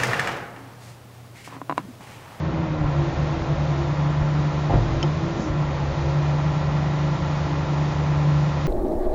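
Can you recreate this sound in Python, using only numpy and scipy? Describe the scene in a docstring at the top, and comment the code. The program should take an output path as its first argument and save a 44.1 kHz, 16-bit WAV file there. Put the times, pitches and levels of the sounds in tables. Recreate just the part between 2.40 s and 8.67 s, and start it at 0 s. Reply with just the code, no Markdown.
"""Inside an excavator cab, one microphone: a six-cylinder diesel drives two hydraulic pumps.
Engine and pumps are tones and knocks locked to the crankshaft, over noise rush and oil hiss; the speed
sags and overshoots as the shear jaw loads and unloads. Cab resonances colour engine, pumps and oil hiss;
the boom is its own narrow band of noise. Pushes ring the frame when the jaw starts or stops, a valve
puffs filtered noise, and a lever, rung as decaying modes, clicks once with a bounce and knocks on its stop."""
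import sys
import numpy as np
from scipy import signal
from scipy.fft import rfft, irfft
from scipy.io import wavfile
from scipy.ndimage import uniform_filter1d

SR = 44100
rng = np.random.default_rng(int(sys.argv[2]) if len(sys.argv) > 2 else 0)


def undo_db(level):
    """Turn decibels back into plain size, where 20 dB means ten times bigger."""
    steps = np.asarray(level, float) / 20
    return 10 ** steps


def master(y):
    """Save y as 16-bit WAV."""
    cut = np.clip(np.atleast_2d(y).T, -1, 1)
    pcm = np.round(cut * 32767)  # scale
    wavfile.write(sys.argv[1], SR, pcm.astype(np.int16))


N = 276507
T = np.arange(N) / SR

# engine speed before the flywheel smooths it: (time [s], four-stroke cycles per second [1/s])
ENGINE_SPEED = [(0, 14.25), (.24, 14.38), (.5, 13.0), (.82, 12.36), (1.15, 12.36), (1.54, 13.07),
                (1.75, 13.18), (2.36, 13.19), (2.5, 12.2), (2.66, 12.95), (2.82, 14.85), (2.97, 15.05),
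                (3.1, 13.5), (3.44, 12.58), (3.8, 13.02), (4.15, 13.18), (4.4, 13.148), (6.27, 13.148)]
FLYWHEEL_S = .08  # the flywheel rounds off every change of speed
# away from governed speed the engine knocks less evenly: [cycles/s], [dB per cycle/s]
GOVERNED, UNSETTLED_DB = 13.15, -9

# cab panel resonances: (frequency [Hz], width [Hz], lift [dB])
CAB_PANELS = [(50.7, 19, -4), (69, 16, 3.5), (146.6, 14, 9), (174.4, 2.5, 10), (251.7, 13, 2),
              (278, 24, -3), (333.9, 16, 7.5), (542.3, 3.7, 10.5), (872, 3.8, 3), (1053, 16, 6),
              (1371, 27, 7), (1840, 76, 4.5), (2044, 130, 3), (2462, 64, 4), (3730, 750, 2.5)]
# share of the panel lift in dB given to noise: (below the corner [1], above it [1], corner [Hz])
NOISE_LIFT = (0.67, 1.0, 620)
# broad block and cab colour: (frequency [Hz], relative level per Hz [dB])
BLOCK_COLOUR = [(15, -51), (25, -20.5), (96, -11.5), (151, -8.5), (174, -14.5), (221, -19.5), (293, -16),
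                (439, -22.5), (543, -18.5), (793, -23), (981, -25.5), (1610, -34.5), (1900, -36.5),
                (5930, -47), (7170, -50.5), (9320, -80.5), (15800, -120)]

# gains that follow the engine speed: (gain at governed speed [dB],
# change per cycle/s above it [dB], change per cycle/s below it [dB])
BOOM_GAIN = (-39, 6, 9)
SECOND_PUMP_GAIN = (-43, -1.1, .3)
EXHAUST_GAIN = (1, -1.2, 4.1)
BLOCK_GAIN = (-35, 1.8, 4.2)

# boom of the cab air: (centre [Hz], width [Hz])
BOOM_BAND = (149, 14)
# oil hiss, low while the jaw rests or turns round: (time [s], level [dB])
HISS_LEVEL = [(0, -52), (.45, -52), (.65, -46.5), (2.8, -45), (3.1, -48), (3.35, -45), (6.27, -44.5)]
# a valve blows off: (time [s], peak level [dB], length [s], centre [Hz], width [Hz])
VALVE_PUFF = (3.03, -47.5, .13, 6200, 2200)

# lever click and its bounce: (time [s], push [dB])
LEVER_CLICKS = [(2.6284, -19.5), (2.63327, -29)]
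# lever modes: (frequency [Hz], level [dB], t60 [s])
LEVER_MODES = [(3080, 1, .018), (2700, -7, .01), (5300, -2, .013), (6300, -9, .01), (4700, -11, .01)]
# the lever meets its stop: (time [s], push [dB], push length [ms])
STOP_KNOCKS = [(2.633, -23, .6), (2.6385, -22.5, .5), (2.6442, -27, .6)]
# console modes: (frequency [Hz], level [dB], t60 [s])
CONSOLE_MODES = [(350, -1, .12), (540, -4, .03), (860, -4, .05), (1300, -6, .03), (2050, -9, .015)]

# jolts through the frame: (time [s], push [dB], push length [ms])
FRAME_JOLTS = [(0.392, -23, 7.2), (0.44, -18, 6), (1.81, -16, 7), (2.297, -21, 1.5), (2.306, -22, 1.3),
               (2.317, -22.5, 1.8), (2.326, -22, 1.4), (2.338, -10.5, 3), (2.358, -19, 3),
               (2.374, -17, 3.5), (2.4, -20, 4), (2.418, -20, 7), (2.46, -22, 9), (2.49, -20, 10),
               (2.528, -17.5, 11), (2.57, -22, 9), (3.1, -20, 6.5)]
# frame modes: (frequency [Hz], level [dB], t60 [s])
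FRAME_MODES = [(28, -19, .3), (52, -3.5, 0.16), (73.5, -6.5, 0.11), (116.4, -3.5, 0.36), (139, -7.5, 0.15),
               (183, -23.5, 0.077), (220, -13, 0.1), (253, -17, 0.037), (388, -1.5, 0.04), (463, -10, 0.05),
               (534, -0.5, 0.07), (616, -10.5, 0.031), (702, -1.5, 0.35), (800, 4.5, 0.076),
               (860, 3.5, 0.094), (1010, -7.5, .1)]
# loose fittings after a jolt: (level against a 1 ms push [dB], t60 [s], top [Hz])
RATTLE = (-8, .2, 800)
# hollow bump as the load comes off: (time [s], push [dB], push length [ms])
UNLOAD_BUMP = [(2.967, -25, 3), (2.99, -23, 3)]
# modes of that bump: (frequency [Hz], level [dB], t60 [s])
BUMP_MODES = [(221, 0, .22), (250, -7, .15)]

MAIN_PER_CYCLE, SECOND_PER_CYCLE = 5.602, 13.284  # piston pulsations per engine cycle
# harmonics 1, 2, .. of each pump: (relative level [dB])
MAIN_PUMP_DB = [-14.5, -6, -20.5, -14]
SECOND_PUMP_DB = [-3, -3, -5, -7.5, -4]
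# main pump under load: (time [s], gain of harmonics 1-2 [dB], gain of harmonics 3-4 [dB])
MAIN_PUMP_GAIN = [(0, -22.5, -24.5), (.25, -26, -22), (.42, -25.5, -20), (.56, -25.5, -31),
                  (.75, -28.5, -31), (.95, -29.5, -37), (1.3, -24.5, -34), (1.6, -25.5, -23.5),
                  (2.2, -24.5, -25.5), (2.37, -23.5, -22), (2.43, -36, -26), (2.55, -24.5, -26),
                  (2.7, -22.5, -19.5), (2.78, -22, -27), (2.85, -22, -28.5), (2.93, -33, -27.5),
                  (2.99, -45, -25.5), (3.05, -29.5, -20.5), (3.12, -23.5, -22), (3.3, -26.5, -29.5),
                  (3.55, -27, -43), (3.8, -22, -25), (4, -24.5, -26), (4.5, -27, -25.5), (5.5, -28, -25),
                  (5.95, -21.5, -26.5), (6.27, -29.5, -27)]
# the second pump groans under load: (time [s], gain added to its harmonic 2 [dB])
SECOND_PUMP_GROAN = [(0, 3.5), (.5, -10), (.62, 12), (.75, -3.5), (.95, 7), (1.1, 2.5), (1.25, -6.5),
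                     (1.42, 12), (1.6, -5), (2.25, 2.5), (2.4, 6), (2.6, 7), (2.7, 3), (3.2, 4), (3.3, 1.5),
                     (3.5, -2), (3.7, 7), (3.9, 2), (6.27, 4)]

# gear and valve tones: (multiple of the engine cycle [1], relative level [dB])
GEAR_TONES = [(30, -49.5), (42, -47.0), (43, -50.0), (48, -47.0), (57, -48.5), (60, -54.0), (62, -50.5),
              (63, -50.5), (66, -56.5), (69, -51.0), (72, -55.0), (73, -55.0), (74, -45.0), (75, -54.0),
              (76, -51.0), (77, -51.5), (78, -53.5), (80, -55.5), (83, -54.0), (84, -52.5), (87, -56.5),
              (90, -53.5), (92, -57.0), (93, -53.0), (95, -57.5), (96, -58.5), (97, -55.5), (102, -54.0),
              (103, -53.0), (106, -59.5), (107, -61.0), (117, -59.5), (123, -61.5), (126, -57.0),
              (129, -58.5), (132, -57.0), (135, -64.0), (137, -63.0), (142, -62.0), (145, -62.5),
              (146, -61.0), (147, -58.0), (148, -59.5), (150, -64.5), (153, -62.0), (155, -66.0),
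              (159, -62.0), (160, -62.5), (165, -64.5), (169, -62.0), (171, -61.5), (183, -63.5),
              (184, -64.0), (189, -66.5), (190, -65.0), (193, -65.5), (280, -71.0), (540, -70.5)]
# wavering of those tones: (spread [dB], changes per second [1/s])
GEAR_WAVER = (1.5, 6)
# exhaust tones: (multiple of the engine cycle [1])
FIRING_ORDERS = [2, 3, 4, 6, 9, 12, 18]
# the same tones: (relative level [dB])
FIRING_DB = [-50.5, -50, -42, -38, -46.5, -41.5, -58]
WAVER_DB = 1.1  # spread for the exhaust and the second pump
CLATTER_DB, RUSH_DB = -6, -4  # block sources before the cab colours them


def columns(rows):
    """Curve columns at every sample."""
    s, *values = np.transpose(rows)
    return [np.interp(T, s, v) for v in values]


def unit(x):
    """Scaled to rms 1."""
    return x / np.sqrt(np.mean(x ** 2))


def walk(rate):
    """Random levels held 1 / rate s and slewed twice; spread near 1."""
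    hold = int(SR / rate)
    levels = np.repeat(rng.standard_normal(N // hold + 1), hold)
    slewed = uniform_filter1d(uniform_filter1d(levels, hold), hold)
    return 1.3 * slewed[:N]


def above(x, hz):
    """High-pass, second order."""
    return signal.sosfilt(signal.butter(2, hz, "high", fs=SR, output="sos"), x)


def noise_band(low_hz, high_hz):
    """Band of noise at rms 1."""
    band = signal.butter(2, [low_hz, high_hz], "band", fs=SR, output="sos")
    return unit(signal.sosfilt(band, rng.standard_normal(N)))


def speed():
    """Engine cycles per second at every sample, smoothed by the flywheel's inertia."""
    return uniform_filter1d(columns(ENGINE_SPEED)[0], int(FLYWHEEL_S * SR))


def governed(level):
    """A gain that changes as the engine races or labours."""
    db, racing_db, labouring_db = level
    off = speed() - GOVERNED
    return undo_db(db + racing_db * off.clip(0) + labouring_db * (-off).clip(0))


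def settled():
    """Gain of the even knocking, lost as the engine leaves its governed speed."""
    return undo_db(UNSETTLED_DB * abs(speed() - GOVERNED))


def cab_db(hz):
    """Lift by the cab panel resonances in dB."""
    return sum(db / (1 + (2 * (hz - centre) / width) ** 2) for centre, width, db in CAB_PANELS)


def cab_colour(x):
    """Broad block colour, lifted at the cab panel resonances."""
    hz = np.fft.rfftfreq(N, 1 / SR) + 1
    at, db = np.transpose(BLOCK_COLOUR)
    low, high, corner_hz = NOISE_LIFT
    lift = np.where(hz < corner_hz, low, high) * cab_db(hz)
    colour = np.interp(np.log(hz), np.log(at), db)
    return irfft(rfft(x) * undo_db(colour + lift), N)


def tones(cycles, orders, levels_db, waver_db, rate):
    """Wavering sines locked to the crankshaft; each swells as it sweeps through a cab resonance."""
    hop = T[::256]
    cycle_hz = np.gradient(cycles)[::256] * SR
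    total = np.zeros(N)
    for order, db in zip(orders, levels_db):
        lift = np.interp(T, hop, cab_db(order * cycle_hz))
        sine = np.sin(2 * np.pi * (order * cycles + rng.random()))
        # sqrt(2): the levels are rms
        total += np.sqrt(2) * undo_db(db + lift + waver_db * walk(rate)) * sine
    return total


def pushes(rows):
    """Smooth force pulses of given time, size and length."""
    push = np.zeros(N)
    for s, db, ms in rows:
        shape = np.hanning(int(ms * SR / 1000) + 3)
        i = int(s * SR)
        push[i:i + len(shape)] += undo_db(db) * shape / shape.sum()
    return push


def ring(push, modes):
    """A force rings a set of decaying modes."""
    t = T[:SR // 2]
    body = np.zeros(len(t))
    for hz, db, t60 in modes:
        body += undo_db(db) * np.sin(2 * np.pi * hz * t) * np.exp(-np.log(1000) * t / t60)
    return signal.fftconvolve(push, body)[:N]


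def boom():
    """The cab air booms as one narrow band of noise, louder whenever the engine leaves governed speed."""
    hz, width = BOOM_BAND
    return governed(BOOM_GAIN) * noise_band(hz - width / 2, hz + width / 2)


def oil_hiss():
    """Turbulent noise above 2800 Hz, coloured by the cab and following the jaw's work."""
    hiss = above(cab_colour(rng.standard_normal(N)), 2800)
    return undo_db(columns(HISS_LEVEL)[0] + .5 * walk(11)) * unit(hiss)


def valve():
    """A short puff of high hiss that swells and dies as a bell curve."""
    s, db, length, hz, width = VALVE_PUFF
    envelope = np.exp(-(2 * (T - s) / length) ** 2)
    return undo_db(db) * noise_band(hz - width / 2, hz + width / 2) * envelope


def lever():
    """Sharp taps on a small hard part, then duller knocks into the console."""
    tap = np.zeros(N)
    for s, db in LEVER_CLICKS:
        tap[int(s * SR)] = undo_db(db)
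    return ring(tap, LEVER_MODES) + ring(pushes(STOP_KNOCKS), CONSOLE_MODES)


def rattle():
    """Loose fittings shake as decaying noise; a longer push shakes them less."""
    shake = np.zeros(N)
    rattle_db, t60, top_hz = RATTLE
    for s, db, ms in FRAME_JOLTS:
        i = int(s * SR)
        shake[i:] += undo_db(db + rattle_db) / ms * np.exp(-np.log(1000) * T[:N - i] / t60)
    return shake * noise_band(200, top_hz)


def frame():
    """Each jolt is a smooth push into the frame modes: the longer it lasts, the duller the thud."""
    thud = above(ring(pushes(FRAME_JOLTS), FRAME_MODES), 27)
    bump = ring(pushes(UNLOAD_BUMP), BUMP_MODES)
    return thud + bump + rattle()


def pumps(cycles):
    """Piston pulsation of two pumps geared to the crankshaft."""
    harmonic = np.arange(1, 6)
    low_db, high_db = columns(MAIN_PUMP_GAIN)
    main_db = [db + gain for db, gain in zip(MAIN_PUMP_DB, [low_db, low_db, high_db, high_db])]
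    main = tones(cycles, MAIN_PER_CYCLE * harmonic[:2], main_db[:2], .5, 6)
    main += tones(cycles, MAIN_PER_CYCLE * harmonic[2:], main_db[2:], 2.5, 14)
    groan_db = columns(SECOND_PUMP_GROAN)[0]
    second_db = [db + (k == 2) * groan_db for k, db in zip(harmonic, SECOND_PUMP_DB)]
    second = tones(cycles, SECOND_PER_CYCLE * harmonic, second_db, WAVER_DB, 8.7)
    return main + governed(SECOND_PUMP_GAIN) * second


def clatter(cycles):
    """Valves and injectors knock in six bursts a cycle, in a pattern that repeats every cycle."""
    steps = 4096
    place = np.arange(steps) / steps
    burst = np.exp(-(6 * place % 1) / .3)
    pattern = rng.standard_normal(steps) * (1.3 + burst)
    lines = rfft(pattern)
    lines[[order for order, db in GEAR_TONES]] = 0  # these multiples sound as the gear tones
    pattern = irfft(lines, steps)
    knocks = unit(np.interp(cycles % 1, place, pattern))
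    knocks = settled() * knocks * undo_db(.5 * walk(22))
    return above(above(knocks, 450), 450)


def block(cycles):
    """Repeating clatter and an air rush that never repeats, through the block and cab colour."""
    rush = rng.standard_normal(N)
    x = cab_colour(undo_db(CLATTER_DB) * clatter(cycles) + undo_db(RUSH_DB) * rush)
    x = x - above(x, 2200)
    x = x / np.std(above(x, 400))  # rms 1 above 400 Hz
    return governed(BLOCK_GAIN) * x


def engine(cycles):
    """The diesel: block noise, exhaust tones at multiples of the cycle, and gear and valve tones."""
    gears = settled() * tones(cycles, *np.transpose(GEAR_TONES), *GEAR_WAVER)
    exhaust = governed(EXHAUST_GAIN) * tones(cycles, FIRING_ORDERS, FIRING_DB, WAVER_DB, 4.6)
    return block(cycles) + exhaust + gears


def scene():
    """All sources at one microphone in the cab."""
    cycles = np.cumsum(speed()) / SR
    background = boom() + oil_hiss() + valve()
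    return (background + lever() + frame() + pumps(cycles) + engine(cycles))[None]


def roll_off(x):
    """The treble ends steeply here."""
    return signal.sosfilt(signal.butter(12, 7320, fs=SR, output="sos"), x)


def record(dry):
    """The camera drops the deepest bass and cuts the treble steeply."""
    low_cut = above(dry, 21)
    steep = signal.ellip(10, .3, 70, 7310, fs=SR, output="sos")  # ripple and stop band [dB], corner [Hz]
    mix = signal.sosfilt(steep, low_cut)
    return roll_off(mix)


dry = scene()
out = record(dry)
master(out)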